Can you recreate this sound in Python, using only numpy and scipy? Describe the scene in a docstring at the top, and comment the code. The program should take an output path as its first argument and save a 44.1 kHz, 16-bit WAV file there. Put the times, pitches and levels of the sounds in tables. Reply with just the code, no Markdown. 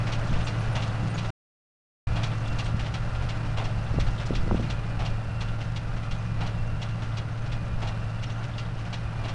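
"""A windy hay field: a six-cylinder tractor pulls a big square baler away.
Every 1.4 s the plunger rams the hay; the load slows the engine, so exhaust and gear tones sag together.
The feeder clashes four times a stroke and its steel rings, amid clatter, squeaks and rustling straw.
Turbulent wind rumbles and pops on the microphone, and the sound cuts out once for 0.77 s."""
import sys
import numpy as np
from scipy import signal
from scipy.fft import rfft, irfft
from scipy.io import wavfile
from scipy.ndimage import uniform_filter1d

SR = 44100
rng = np.random.default_rng(int(sys.argv[2]) if len(sys.argv) > 2 else 0)


def unload_wav(signal):
    """Save mono or channel-first audio to the path in sys.argv[1] as 16-bit WAV at rate SR, clipped to [-1, 1]."""
    wavfile.write(
        sys.argv[1],
        SR,
        np.round(np.clip(np.atleast_2d(signal).T, -1, 1) * 32767).astype(np.int16),
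    )


N = 411894
T = np.arange(N) / SR
CYCLE_S, FIRST_SWING_S = 1.41, .118  # a baler cycle: one plunger stroke, four fork swings


def amp(db):
    """Amplitude ratio: tenfold for every 20 dB."""
    return 10 ** (np.asarray(db) / 20)


def unit(x):
    """Normalisation to rms 1."""
    return x / np.sqrt(np.mean(x ** 2) + 1e-20)


def curve(table, at_s=T):
    """Linear interpolation of a level in time."""
    return np.interp(at_s, *np.transpose(table))


def colour(x, spectrum):
    """Linear filtering: a body's response multiplies the spectrum of x; rms 1."""
    hz, db = np.transpose(spectrum)
    f = np.fft.rfftfreq(N, 1 / SR)
    response = amp(np.interp(np.log(f + 1), np.log(hz), db))
    return unit(irfft(rfft(x) * response, N))


def noise(spectrum):
    """Filtered Gaussian noise; rms 1."""
    return colour(rng.standard_normal(N), spectrum)


def drift(rate_hz):
    """Random modulation: noise low-passed at this rate; rms 1."""
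    f = np.fft.rfftfreq(N, 1 / SR)
    return unit(irfft(rfft(rng.standard_normal(N)) / (1 + (f / rate_hz) ** 4), N))


def rattle(per_s, spread_db):
    """Shot noise: independent impacts of uneven size; rms 1."""
    size = amp(spread_db * np.minimum(rng.exponential(1, N), 4))
    return unit(size * rng.standard_normal(N) * (rng.random(N) < per_s / SR))


def bursts(rows, rise_s, hold_s, decay_s, tail_db, tail_s):
    """Incoherent addition: blow envelopes, each with a fast and a slow decay, sum in power."""
    power, t = np.zeros(N), np.arange(SR // 2) / SR
    late = np.maximum(t - rise_s - hold_s, 0)
    shape = np.minimum(t / rise_s, 1) * (np.exp(-late / decay_s) + amp(tail_db) * np.exp(-late / tail_s))
    for s, db, *_ in rows:
        part = power[max(round(s * SR), 0):][:len(t)]
        part += (amp(db) * shape[:len(part)]) ** 2
    return np.sqrt(power)


def engine_load(peak_s=.78, build_s=.26, recover_s=.5):
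    """Relaxation: strain (0-1) builds as the hay is packed, then decays as the governor responds."""
    since = (T - peak_s) % CYCLE_S
    easing = np.exp(-since / recover_s)
    packing = np.clip(1 - (CYCLE_S - since) / build_s, 0, 1)
    return uniform_filter1d(easing + (1 - easing) * packing, size=4000)


# Firing harmonics: harmonic_number, relative_db
EXHAUST_HARMONICS = [(1, 5), (2, -15.5), (3, -30.5), (4, -35)]
# Spectrum of the pipe's drone: frequency_hz, density_db
PIPE_SPECTRUM = [(60, -12.5), (95, 1.5), (125, -2), (155, 5.5), (180, 3.5), (215, -13), (280, -31),
                 (500, -49.5)]
# Exhaust without load: time_s, level_db
UNLOADED_EXHAUST = [(0, -29), (.25, -29.5), (.36, -32), (.6, -29), (1.3, -31), (2.3, -30), (3.0, -32.5),
                    (3.7, -31), (4.4, -32), (6.6, -32), (8.0, -32.5), (9.34, -34)]


def exhaust(firings, load_db=1.5, waver_db=0.3):
    """Periodic firing gives harmonics over the pipe's drone; both swell with load and waver in wind."""
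    phase = 2 * np.pi * firings + 0.18 * drift(6.7)
    tones = unit(sum(amp(db) * np.sin(k * phase + 2 * np.pi * rng.random())
                     for k, db in EXHAUST_HARMONICS))
    level_db = curve(UNLOADED_EXHAUST) + load_db * engine_load() + waver_db * drift(27)
    return amp(level_db) * (amp(-0.87) * tones + amp(-7) * noise(PIPE_SPECTRUM))


# Overall level of the receding machinery: time_s, level_db
MACHINE_LEVEL = [(0, -41), (.35, -40.5), (.8, -41), (2.07, -42), (3.05, -43), (3.9, -44), (4.2, -42.5),
                 (5.1, -45), (5.8, -45.5), (7.3, -46), (9.34, -45)]
# Response of the sheet metal: frequency_hz, gain_db
PANEL_RESPONSE = [(100, -3.5), (250, -0.5), (400, -0.5), (650, 3), (1050, -1.5), (1400, 0.5), (1900, -6),
                  (2150, -9.5), (2750, -7), (3200, -13.5), (5000, -18.5), (7000, -29), (10000, -32),
                  (11000, -49.5)]


def clatter(firings):
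    """Forced vibration: chains, tines and diesel knock shake sheet metal, throbbing with the firing."""
    throb = 1 + 0.033 * np.cos(2 * np.pi * firings)
    impacts = rattle(per_s=12000, spread_db=1.2) * throb * amp(0.69 * drift(22))
    return amp(2.5) * colour(impacts, PANEL_RESPONSE)


# Shaft and mesh tones: multiple_of_firing_rate
MESH_ORDERS = [1.152, 2.59, 13 / 3, 5.16, 17 / 3, 7, 31.7 / 3, 18, 64]
# Strength of each tone: relative_db
MESH_LEVELS = [2.5, -8, -26.5, -13.5, -19, -15, -14, -16.5, -40.5]


def gears(firings):
    """Rotational orders: shaft and mesh tones follow the engine speed and flutter in the wind."""
    out = np.zeros(N)
    for order, db in zip(MESH_ORDERS, MESH_LEVELS):
        phase = 2 * np.pi * order * firings + 0.2 * np.sqrt(order) * drift(9.2)
        out += amp(db + 1.5 + 2.7 * drift(9.1)) * np.sin(phase)
    return out


# Baler gear tones: multiple_of_firing_rate
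BALER_ORDERS = [37 / 3, 21.85, 74 / 3]
# Swell of each tone: relative_db, peak_cycle_fraction, narrowness
WHINE_SWELLS = [(-53.5, 0.55, 0.31), (-57.5, 0.91, 0.82), (-57, 0.25, 1.2)]


def whines(firings):
    """Amplitude modulation: each baler gear sings while its teeth carry the load, once a cycle."""
    stroke_s, _, _, load_db = np.transpose(PLUNGER_STROKES)
    cycle = (T - stroke_s[0]) / CYCLE_S
    out = np.zeros(N)
    for order, (db, peak, narrowness) in zip(BALER_ORDERS, WHINE_SWELLS):
        swell = np.exp(narrowness * (np.cos(2 * np.pi * (cycle - peak)) - 1))
        flutter, flicker_db = drift(28), 3 * drift(20)
        out += amp(db + 6 + flicker_db) * swell * np.sin(2 * np.pi * order * firings + flutter)
    return amp(np.interp(T, stroke_s, load_db)) * out


# Spectrum of dry straw: frequency_hz, density_db
STRAW_SPECTRUM = [(1500, -26), (3500, -1.5), (4300, 0.5), (5600, -0.5), (7500, -7.5), (10000, -21),
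                  (11000, -34)]


def straw(fade_db_per_s=0.46):
    """Clustered shot noise: stalks rustle in the pickup, lost with distance sooner than the clatter."""
    clumps = amp(3.7 * drift(45))
    rustle = colour(rattle(per_s=6000, spread_db=1.2) * clumps, STRAW_SPECTRUM)
    return amp(-15.5 - fade_db_per_s * T) * rustle


# Notes of the chain links: pitch_hz, relative_db
LINK_NOTES = [(3450, 10.5), (4450, -1.5), (5400, -1.5), (6150, 0), (7140, -16.5), (8800, -9.5)]


def chains(slaps_per_s=36, decay_s=0.0096):
    """Damped free vibration: slack chains slap their guides, each chink on one link's note."""
    out, fade = np.zeros(N), np.exp(-1 / (decay_s * SR))
    for hz, db in LINK_NOTES:
        slaps = rng.random(N) * (rng.random(N) < slaps_per_s / len(LINK_NOTES) / SR)
        envelope = signal.lfilter([1], [1, -fade], slaps + 1e-12)
        out += amp(db) * envelope * np.sin(2 * np.pi * hz * T + 1.4 * drift(400))
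    return amp(-20) * unit(out)


# Strength of the wind: time_s, relative_db
WIND_LEVEL = [(0, -36.5), (.32, -27.5), (.55, -35.5), (1.2, -36.5), (2.1, -30.5), (2.3, -35), (3.4, -32),
              (3.88, -34.5), (4.07, -24.5), (4.3, -32.5), (4.52, -24.5), (4.68, -33.5), (5.75, -34),
              (6.58, -33), (7.1, -39.5), (7.77, -32.5), (8.7, -39), (9.34, -34)]
# Spectrum of its rumble: frequency_hz, density_db
WIND_SPECTRUM = [(8, -2), (22, 0.5), (45, -3.5), (70, -6.5), (110, -17), (200, -27), (400, -38),
                 (1200, -69)]


def wind(surge_db=1.5, surge_hz=6.1):
    """Turbulence: random pressure at the microphone makes a low, surging rumble."""
    return amp(curve(WIND_LEVEL) + 1.5 + surge_db * drift(surge_hz)) * noise(WIND_SPECTRUM)


# Knocks in every cycle: after_first_swing_s, over_machinery_db
JOINT_KNOCKS = [(.205, -6.5), (.275, -4), (.5, -13), (.86, -16), (1.255, 0), (1.335, -12)]
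# Loose parts banging out of turn: start_s, over_machinery_db
STRAY_BANGS = [(.066, 0.5), (.325, -4), (2.852, -1.5)]
# Response of the linkage: frequency_hz, gain_db
LINKAGE_RESPONSE = [(300, -7), (700, 3), (1200, -2), (2000, 0), (2850, 0.5), (4200, -6.5), (5700, -10),
                    (7200, -18), (10000, -31.5), (11000, -43.5)]


def linkage(jitter_s=.004, spread_db=0.8):
    """Backlash: worn joints knock as they take up their play each cycle, never quite alike."""
    knocks = [(start + s + jitter_s * rng.standard_normal(), db + spread_db * rng.standard_normal())
              for start in np.arange(FIRST_SWING_S, T[-1], CYCLE_S) for s, db in JOINT_KNOCKS]
    blows = [(s, db + curve(MACHINE_LEVEL, s)) for s, db in knocks + list(STRAY_BANGS)]
    envelope = bursts(blows, rise_s=0.0042, hold_s=.012, decay_s=0.023, tail_db=-10, tail_s=0.054)
    return colour(rattle(per_s=5000, spread_db=1.3), LINKAGE_RESPONSE) * envelope


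# Four fork swings and a rebound: after_first_swing_s, over_machinery_db
FORK_SWINGS = [(0, 3), (.349, 3), (0.702, 3), (1.057, 3), (1.126, -4)]
# Spectrum of the clash: frequency_hz, density_db
CLASH_SPECTRUM = [(300, -8), (1000, -1.5), (1750, -5.5), (2200, -1), (2850, 3), (3150, -0.5), (4200, -1.5),
                  (4800, -7), (5700, -7.5), (7200, -16), (10000, -28.5), (11000, -45.5)]
# Modes of the feeder steel: pitch_hz, energy_db, t60_s
STEEL_MODES = [(1346, -11, 0.042), (1930, 12, 0.022), (2510, 0, 0.011), (2780, 8, 0.11), (2895, -5, 0.13),
               (3320, 6, 0.026), (3995, -9.5, 0.12), (4300, -13, 0.045), (4770, 0, 0.09), (5230, -7, 0.047),
               (5850, -6.5, 0.065), (6330, -8, .05)]


def feeder(spread_db=1.5):
    """Modal ringing: each fork swing or plunger clank is a shower of knocks that excites the steel."""
    swings = [(start + s, curve(MACHINE_LEVEL, start + s) + db + spread_db * rng.standard_normal())
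              for start in np.arange(FIRST_SWING_S, T[-1], CYCLE_S) for s, db in FORK_SWINGS]
    clanks = [(s, clank_db) for s, _, clank_db, _ in PLUNGER_STROKES]
    envelope = bursts(swings + clanks, rise_s=.004, hold_s=.012, decay_s=.012, tail_db=-14.5, tail_s=.055)
    knocks = rattle(per_s=9000, spread_db=1.2) * envelope
    t = np.arange(SR // 5) / SR
    modes = sum(amp(db - 60 * t / t60) * np.sin(2 * np.pi * (hz * t + rng.random())) / np.sqrt(t60)
                for hz, db, t60 in STEEL_MODES)
    ringing = unit(signal.oaconvolve(knocks, modes)[:N])
    return knocks.std() * (amp(.6) * colour(knocks, CLASH_SPECTRUM) + amp(-6) * ringing)


# Stronger gusts: start_s, level_db
GUST_ONSETS = [(.3, -31.5), (1.02, -31), (2.72, -38), (3.935, -30.5), (4.3, -31), (4.36, -35), (4.45, -32),
               (4.52, -29), (4.59, -28.5), (4.66, -40)]
# Spectrum of a gust: frequency_hz, density_db
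GUST_SPECTRUM = [(20, -3), (60, 0), (150, 13), (300, -1), (500, -19), (900, -30), (2000, -61)]


def gusts():
    """Buffeting: gusts break up on the microphone housing into a rough, low flutter."""
    envelope = bursts(GUST_ONSETS, rise_s=.0096, hold_s=.021, decay_s=.033, tail_db=-21.5, tail_s=.06)
    return noise(GUST_SPECTRUM) * envelope


# Slips of links and tines: start_s, pitch_hz, relative_db, length_s
STEEL_SLIPS = [(.42, 8800, -70, .06), (0.445, 7560, -66, 0.033), (.585, 9510, -73, 0.042),
               (.62, 9000, -85, .09), (0.713, 9350, -71, 0.037), (1.092, 8760, -68, 0.034),
               (1.141, 6700, -59.5, 0.022), (2.227, 6145, -62, 0.024), (2.642, 8270, -69, 0.033),
               (4.684, 4230, -59, .035), (5.99, 1312, -57, 0.12), (7.513, 3444, -58, 0.031),
               (8.262, 5434, -63, 0.024)]


def squeaks():
    """Stick-slip friction: dry steel briefly sings one thin, unsteady note."""
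    out, wobble = np.zeros(N), 1.2 * drift(130)
    for s, hz, db, length in STEEL_SLIPS:
        on = (T > s) & (T < s + length)
        arch = np.sin(np.pi * (T[on] - s) / length)
        out[on] += amp(db + 13.5) * arch * np.sin(2 * np.pi * hz * T[on] + wobble[on])
    return out


# Plunger strokes, in relative levels: start_s, crunch_db, frame_clank_db, gear_load_db
PLUNGER_STROKES = [(0.751, -36.5, -37.5, -6), (2.155, -34.5, -45, 0), (3.57, -35, -42.5, -4),
                   (4.989, -35.5, -46.5, -3.5), (6.404, -38, -44.5, -4.5), (7.815, -37, -46, -5),
                   (9.237, -39.5, -47, -6)]
# Spectrum of the crunch: frequency_hz, density_db
CRUNCH_SPECTRUM = [(80, -10), (250, -5.5), (450, -5), (700, 3.5), (1200, -5.5), (2000, -9.5), (3000, -9.5),
                   (5000, -23.5), (10000, -41)]


def plunger():
    """Impulsive excitation: hay rammed into the chamber crunches in a burst of tiny impacts."""
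    push = bursts(PLUNGER_STROKES, rise_s=.011, hold_s=.013, decay_s=.063, tail_db=-13, tail_s=.09)
    return amp(-1) * colour(rattle(per_s=4000, spread_db=1.9), CRUNCH_SPECTRUM) * push


# Eddies striking the microphone: centre_s, peak_db, swing_hz, pressure_sign
EDDIES = [(1.033, -16, 174, -1), (2.746, -14.5, 145, -1), (3.942, -22, 380, -1), (3.982, -11, 130, -1),
          (3.987, -14, 465, 1), (4.308, -12, 355, 1), (4.338, -21.5, 497, 1), (4.479, -22, 398, -1),
          (4.512, -11.5, 870, 1), (4.519, -13, 228, -1), (4.526, -14.5, 303, 1), (4.546, -13.5, 420, 1),
          (4.553, -13, 163, -1), (4.598, -18, 480, 1), (4.603, -20.5, 196, 1)]


def wind_pops():
    """Pressure transients: each sharp eddy is one pulse between two shallow opposite swings."""
    out = np.zeros(N)
    for s, db, hz, sign in EDDIES:
        near = abs(T - s) < 2 / hz
        offset_squared = (np.pi * hz * (T[near] - s)) ** 2
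        out[near] += sign * amp(db) * (1 - 0.89 * offset_squared) * np.exp(-offset_squared)
    return out


def scene(unloaded_firing_hz=113.12, sag_hz=3.7):
    """Superposition: all sources add, with exhaust and gears locked to one load-dependent firing rate."""
    firings = np.cumsum(unloaded_firing_hz - sag_hz * engine_load()) / SR
    machinery = amp(curve(MACHINE_LEVEL)) * (clatter(firings) + gears(firings) + straw() + chains())
    baler = whines(firings) + feeder() + linkage() + squeaks() + plunger()
    return (exhaust(firings) + machinery + baler + wind() + wind_pops() + gusts())[None]


def record(dry, cut_start_s=1.3043, cut_end_s=2.0705, edge_hz=10900):
    """Gating and band limiting: the sound cuts out once, and a low-pass removes the top treble."""
    gate = uniform_filter1d(1.0 * ((T < cut_start_s) | (T > cut_end_s)), size=64)
    lowpass = signal.firwin(101, edge_hz, window=("kaiser", 9), fs=SR)
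    return signal.oaconvolve(dry * gate, lowpass[None], "same")


dry = scene()
out = record(dry)
unload_wav(out)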